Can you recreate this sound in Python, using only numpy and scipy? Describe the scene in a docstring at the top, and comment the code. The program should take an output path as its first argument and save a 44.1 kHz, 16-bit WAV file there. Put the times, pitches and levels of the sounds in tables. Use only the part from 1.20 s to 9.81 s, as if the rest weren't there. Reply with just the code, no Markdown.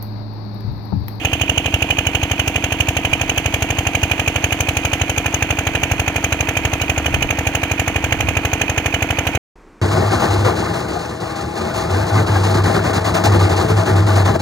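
"""Beside a flooded field, a one-cylinder four-stroke diesel drives a water pump, about 12 firings a second.
Each cycle holds an exhaust thump with a hiss, two gulps at the valves and a combustion knock, over
clatter and a jet splashing into a pool. Wind brushes the microphone and a low hum swells twice.
The sound cuts off; after a short gap a faint outdoor rumble is heard."""
import sys
import numpy as np
from scipy import signal
from scipy.fft import rfft, irfft
from scipy.io import wavfile

SR = 44100
rng = np.random.default_rng(int(sys.argv[2]) if len(sys.argv) > 2 else 0)


def generate_wav(signal):
    """Clip the signal to [-1, 1] and save it as 16-bit WAV at the path in sys.argv[1]."""
    frames = np.transpose(np.atleast_2d(signal))
    scaled = np.clip(frames, -1, 1) * 32767
    pcm = np.round(scaled).astype(np.int16)
    wavfile.write(sys.argv[1], SR, pcm)


N = 379917
TIME = np.arange(N) / SR
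BINS_HZ = np.fft.rfftfreq(N, 1 / SR)


def gain_of(db):
    return 10 ** (np.asarray(db) / 20)

def unit_rms(x):
    return x / np.sqrt(np.mean(x ** 2) + 1e-20)

def response(spectrum):
    """Gain per bin, interpolated over log frequency."""
    hz, db = np.transpose(spectrum)
    return gain_of(np.interp(np.log(BINS_HZ + 1), np.log(hz + 1), db))

def coloured(noise, spectrum):
    """Noise shaped to a spectrum, rms 1."""
    return unit_rms(irfft(rfft(noise) * response(spectrum), N))

def stereo_noise(apart):
    """White noise; apart is the share of power unrelated between channels."""
    return np.sqrt(1 - apart) * rng.standard_normal(N) + np.sqrt(apart) * rng.standard_normal((2, N))

def puff(age, peak, steep):
    """Envelope: rises to 1 at age = peak, then dies away."""
    u = np.maximum(age, 0) / peak
    return (u * np.exp(1 - u)) ** steep

def bell(peak_s, width_s):
    return np.exp(-.5 * ((TIME - peak_s) / width_s) ** 2)

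def surging(rest_db, surges):
    """Gain of a steady level plus surges, summed in power."""
    power = sum((gain_of(db) * bell(peak_s, width_s)) ** 2 for peak_s, width_s, db in surges)
    return np.sqrt(gain_of(rest_db) ** 2 + power)


def crank(firing_hz=12.22002, hunt_hz=.00745, hunt_period_s=6.25, fastest_s=.2, first_s=.04593):
    """The governor hunts around its speed. Returns cycle start samples; per sample, cycle and age_s."""
    speed_hz = firing_hz + hunt_hz * np.cos(2 * np.pi * (TIME - fastest_s) / hunt_period_s)
    firings = np.cumsum(speed_hz) / SR
    cycle = np.floor(firings - firings[round(first_s * SR)]).astype(int) + 1
    starts = np.flatnonzero(np.diff(cycle)) + 1
    starts = np.r_[2 * starts[0] - starts[1], starts]  # cycle 0 is already under way
    return starts, cycle, TIME - starts[cycle] / SR

def blow(starts, modes, delay_s, spread_db, jitter_s):
    """One blow a cycle, delay_s after the exhaust valve starts to lift, rings a set of modes."""
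    force, lateness = rng.standard_normal((len(starts), 2)).T
    at = starts + np.round((delay_s + jitter_s * lateness) * SR).astype(int)
    inside = (at >= 0) & (at < N)
    hits = np.zeros(N)
    hits[at[inside]] = gain_of(spread_db * force[inside])
    t = TIME[:SR // 3]
    ring = sum(gain_of(db - 60 * t / t60_s) * np.sin(2 * np.pi * hz * t) for hz, db, t60_s in modes)
    attack = 1 - np.exp(-t / .00047)
    return signal.oaconvolve(hits, ring * attack)[:N]

def engine_noise(cycle, age_s, repeat, memory, apart):
    """Noise of which a share repeats each cycle, its pattern slowly drifting."""
    fresh = rng.standard_normal((2 * cycle[-1] + 2, SR // 10))
    patterns = signal.lfilter([1], [1, -memory], fresh, axis=0)[cycle[-1]:]
    repeated = unit_rms(patterns[cycle, np.round(age_s * SR).astype(int)])
    return np.sqrt(repeat) * repeated + np.sqrt(1 - repeat) * stereo_noise(apart)


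# pitch_hz, level_db, t60_s
SILENCER_MODES = [(135, -19.5, .04), (203, -36, .3), (250, -33.3, .28), (284, -21.5, .085), (325, -30, .3),
                  (724, -4.3, .01), (805, -30, .07)]

def exhaust_thump(starts, swing_hz=86.9, centre_s=.0111, width_s=.0053, level_db=-13.5, spread_db=1.5):
    """The slug of exhaust gas rings the silencer and swings through it about twice."""
    ring = blow(starts, SILENCER_MODES, delay_s=.0018, spread_db=.54, jitter_s=.00003)
    owner = np.searchsorted(starts, np.arange(N) + SR // 50, side="right") - 1  # cycle, 20 ms ahead
    t = TIME - starts[owner] / SR - centre_s
    force = gain_of(level_db + spread_db * rng.standard_normal(len(starts)))[owner]
    swing = np.cos(2 * np.pi * swing_hz * t) * np.exp(-.5 * (t / width_s) ** 2)
    return ring + force * swing

# freq_hz, density_db
RASP_SPECTRUM = [(150, -25.5), (500, -6), (900, -15.5), (1200, -10), (1600, -5), (2000, -11), (2400, -10.5),
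                 (2750, -6), (3200, -10.5), (3650, -14), (4000, -25), (4600, -25.5), (6000, -36.5),
                 (9000, -73)]
FIZZ_SPECTRUM = [(1000, -47), (3500, -32.5), (5200, -22.5), (6400, -20), (7700, -28.5), (10000, -24),
                 (12500, -25), (16000, -29.5)]

def exhaust_hiss(cycle, age_s, rasp_db=-19, fizz_db=-27, rasp_spread_db=1, fizz_spread_db=1.5):
    """The gas jet rasps and fizzes; the banks scatter a short tail."""
    rasp_force, fizz_force = rng.standard_normal((cycle[-1] + 1, 2))[cycle].T
    rasp = coloured(engine_noise(cycle, age_s, repeat=.36, memory=.99, apart=.19), RASP_SPECTRUM)
    fizz = coloured(engine_noise(cycle, age_s, repeat=.033, memory=.999, apart=.39), FIZZ_SPECTRUM)
    jet_s, tail_s = age_s - .0015, age_s - .006
    rasp *= np.hypot(puff(jet_s, peak=.0053, steep=2.92), .2 * puff(tail_s, peak=.0093, steep=.93))
    fizz *= np.hypot(puff(jet_s, peak=.0053, steep=3.26), .16 * puff(tail_s, peak=.0093, steep=.84))
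    return (gain_of(rasp_db + rasp_spread_db * rasp_force) * rasp
            + gain_of(fizz_db + fizz_spread_db * fizz_force) * fizz)

# pitch_hz, bandwidth_hz, level_db
TAILPIPE_MODES = [(2434, 120, -5.5), (2940, 34, -12), (3940, 68, -12.5), (6457, 370, -14)]

def tailpipe_ring(cycle, age_s, gain_db=-21, spread_db=3):
    """The gas jet rings the pipe; each puff favours other resonances."""
    jet = rng.standard_normal(N) * puff(age_s - .002, peak=.0045, steep=3.3)
    ring = np.zeros(N)
    for hz, bandwidth_hz, db in TAILPIPE_MODES:
        push = gain_of(db + spread_db * rng.standard_normal(cycle[-1] + 1))[cycle]
        resonance = np.sqrt(SR / np.pi / bandwidth_hz) / (1 + 2j * (BINS_HZ - hz) / bandwidth_hz)
        ring += irfft(rfft(jet * push) * resonance, N)
    return gain_of(gain_db) * ring

# pitch_hz, level_db, t60_s
MANIFOLD_MODES = [(153, -34.4, 0.136), (201, -30.7, 0.21), (268, -18.9, 0.076), (493, -19.9, 0.037),
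                  (682, -11.5, 0.019), (942, -37.6, 0.3), (1102, -22.8, 0.01)]
AIR_CLEANER_MODES = [(118, -17.4, 0.021), (281, -29.4, 0.291), (309, -25.0, 0.3), (663, -35.4, 0.3),
                     (731, -45.1, 0.3)]

def valve_gulps(starts):
    """Valve overlap rings the manifold; the intake valve shuts and rings the air cleaner."""
    overlap = blow(starts, MANIFOLD_MODES, delay_s=.025, spread_db=.94, jitter_s=.00004)
    intake = blow(starts, AIR_CLEANER_MODES, delay_s=.0502, spread_db=.5, jitter_s=.00004)
    return overlap + intake

# pitch_hz, level_db, t60_s
BLOCK_MODES = [(352, -29.6, 0.194), (433, -32.1, 0.3), (508, -33.2, 0.172), (574, -38.9, 0.193),
               (642, -33.0, 0.3), (908, -44.0, 0.3), (980, -33.9, 0.25), (1043, -35.4, 0.228)]
HEAD_MODES = [(1590, -36.5, 0.02), (2486, -22.5, 0.02), (2800, -46, 0.011)]

def combustion_knock(starts, ignition_s=.069):
    """Fuel ignites and shakes the block, then the cylinder head."""
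    block = blow(starts, BLOCK_MODES, delay_s=ignition_s, spread_db=.2, jitter_s=.00004)
    head = blow(starts, HEAD_MODES, delay_s=ignition_s + .00088, spread_db=3, jitter_s=.00008)
    return block + head

# freq_hz, density_db
CLATTER_SPECTRUM = [(60, -36), (200, -25), (500, -23.5), (800, -10.5), (1100, -20), (1600, -20.5),
                    (2400, -25), (3500, -26.5), (5000, -32.5), (8000, -48), (16000, -55)]

def clatter(cycle, age_s, steady_db=-36.5, knock_db=-31, valve_db=-37, tick_db=-45):
    """Gears and tappets rattle throughout, harder at ignition; each valve seats with a tick."""
    metal = coloured(engine_noise(cycle, age_s, repeat=.53, memory=.9, apart=.17), CLATTER_SPECTRUM)
    ticks = coloured(engine_noise(cycle, age_s, repeat=.3, memory=.999, apart=.22), FIZZ_SPECTRUM)
    overlap = puff(age_s - .023, peak=.006, steep=.71)
    seat = puff(age_s - .049, peak=.0042, steep=1.3)
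    knock = puff(age_s - .065, peak=.0079, steep=2.1)
    power = gain_of(steady_db) ** 2 + (gain_of(knock_db) * knock) ** 2 + (gain_of(valve_db) * overlap) ** 2
    return metal * np.sqrt(power) + gain_of(tick_db) * ticks * (.43 * overlap + .75 * seat + .9 * knock)

# freq_hz, density_db
SPLASH_SPECTRUM = [(30, -21), (100, -14), (250, -14.5), (500, -11.5), (1000, -19.5), (2000, -15),
                   (3500, -20.5), (5000, -43), (8000, -39), (16000, -40.5)]

def water_jet(wash_db=-34, bubbles_db=-43, rate_per_pitch_hz=25, spread_db=4):
    """The jet churns the pool: a steady wash and short bubble pings that rise in pitch."""
    wash = coloured(stereo_noise(apart=.34), SPLASH_SPECTRUM)
    bubbles, t = np.zeros(N), TIME[:SR // 20]
    for hz in np.geomspace(750, 6000, num=18):
        births = rng.random(N) < rate_per_pitch_hz / SR
        force = gain_of(spread_db * np.minimum(rng.exponential(1, N), 4))
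        periods = hz * t
        ping = np.sin(2 * np.pi * periods * (1 + 2 * t)) * puff(periods, peak=.96, steep=.2)
        bubbles += signal.oaconvolve(births * force, ping / np.sqrt(hz))[:N]
    return gain_of(wash_db) * wash + gain_of(bubbles_db) * unit_rms(bubbles)

# freq_hz, density_db
WIND_SPECTRUM = [(15, -4), (40, 2), (70, -6), (120, 2), (200, -12.5), (400, -31), (1200, -65)]
# peak_s, width_s, level_db
WIND_GUSTS = [(.08, .1, -41), (2.1, 0.25, -34.5), (4.7, .12, -33), (6.03, 0.067, -25.5), (6.8, .15, -37),
              (7.05, 0.074, -24.5)]

def wind(breeze_db=-48.5, lumps_db=3, lumps_hz=11):
    """A breeze and its gusts buffet the microphone, low and lumpy."""
    air = coloured(stereo_noise(apart=.34), WIND_SPECTRUM)
    lumps = unit_rms(irfft(rfft(rng.standard_normal(N)) * np.exp(-(BINS_HZ / lumps_hz) ** 2), N))
    return unit_rms(air * gain_of(lumps_db * lumps)) * surging(breeze_db, WIND_GUSTS)

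# freq_hz, density_db
HUM_SPECTRUM = [(52, -47), (64, -16), (72, 10), (82, -12), (120, -49)]
# peak_s, width_s, level_db
HUM_SURGES = [(5.65, 0.33, -30.5), (6.98, .12, -32)]

def low_hum(rest_db=-52):
    """Narrow noise near 72 Hz that swells twice."""
    return surging(rest_db, HUM_SURGES) * coloured(stereo_noise(apart=.16), HUM_SPECTRUM)

# freq_hz, density_db
RUMBLE_SPECTRUM = [(18, -25.5), (30, 12), (49, -5), (123, -14), (235, -6.5), (403, -5), (608, -16),
                   (917, -13.5), (1250, -16), (2370, -23), (3070, -32), (7360, -36.5), (14000, -53)]

def outdoor_rumble(level_db=-45):
    """Faint, steady low noise, almost mono."""
    return gain_of(level_db) * coloured(stereo_noise(apart=.0053), RUMBLE_SPECTRUM)


def band_gain(x, db, centre_hz, octaves):
    """Lifts or cuts one band along a level curve."""
    band = irfft(rfft(x) * np.exp(-.5 * (np.log2((BINS_HZ + 1) / centre_hz) / octaves) ** 2), N)
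    return x + (gain_of(db) - 1) * band

def microphone_turn(x, away_db=-4.5, facing_db=1.47, turn_s=3.05, off_axis_db=-.58, lift_db=1.54):
    """Turning to the engine trades bright ring for mid range; treble swells in passing the exhaust."""
    mid_db = facing_db + (away_db - facing_db) * np.exp(-TIME / turn_s)
    treble_db = off_axis_db + lift_db * bell(peak_s=3.23, width_s=.91)
    x = band_gain(x, mid_db, centre_hz=1670, octaves=.65)
    x = band_gain(x, -1.4 * mid_db, centre_hz=2970, octaves=.18)
    x = band_gain(x, .42 * mid_db, centre_hz=487, octaves=.54)
    return band_gain(x, treble_db, centre_hz=7000, octaves=1)

# freq_hz, gain_db
LEFT_PORT_RESPONSE = [(80, 1.9), (1000, -1.5), (1900, 1.5), (2400, -2.5), (2800, 1.5), (3600, -6.5),
                      (4200, 4), (5100, 1.5), (6000, 9.5), (6600, 16), (7600, 6.5), (9500, 4.5),
                      (11300, -2), (12400, 6.5)]
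RIGHT_PORT_RESPONSE = [(80, 0.95), (1000, 0), (1900, 4.5), (2400, 13.5), (3050, 11), (3600, -1.5),
                       (5000, -4.5), (6000, -16.5), (7700, -12.5), (8600, -2), (10000, -6), (11300, -11),
                       (12500, -9), (15500, -3)]
# freq_hz, left_lead_rad
PORT_PHASE = [(0, 0), (1550, 0.76), (1980, 1), (2410, 1.5), (3960, 8), (4390, 4), (5680, 12.5), (6460, 3.5),
              (6800, 9), (7580, 10), (11500, 16.5), (14600, 22), (15800, 37), (16500, 36)]

def microphone_ports(x, low_cut_hz=32):
    """Each port has its own cavity resonances and delay."""
    low_cut = BINS_HZ ** 3 / np.hypot(BINS_HZ ** 3, low_cut_hz ** 3)
    half_lead = np.exp(.5j * np.interp(BINS_HZ, *np.transpose(PORT_PHASE)))
    ports = [response(LEFT_PORT_RESPONSE) * half_lead, response(RIGHT_PORT_RESPONSE) / half_lead]
    return irfft(rfft(x) * low_cut * ports, N)


def scene(cut_s=8.178, resume_s=8.355):
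    """The pump at work, a silent gap, then the rumble."""
    starts, cycle, age_s = crank()
    exhaust = exhaust_thump(starts) + exhaust_hiss(cycle, age_s) + tailpipe_ring(cycle, age_s)
    engine = exhaust + valve_gulps(starts) + combustion_knock(starts) + clatter(cycle, age_s)
    pumping = microphone_ports(microphone_turn(engine + water_jet() + wind() + low_hum()))
    fade_out = np.clip((cut_s - TIME) / .002, 0, 1)
    fade_in = np.clip((TIME - resume_s) / .003, 0, 1)
    return pumping * fade_out + outdoor_rumble() * fade_in

def record(dry, cutoff_hz=15850):
    """Soft clip at full scale, then low-pass."""
    rounded = dry / (1 + dry ** 6) ** (1 / 6)
    low_pass = signal.firwin(401, cutoff_hz, window=("kaiser", 8), fs=SR)
    return signal.oaconvolve(rounded, low_pass[None], "same")


dry = scene()
out = record(dry)
generate_wav(out)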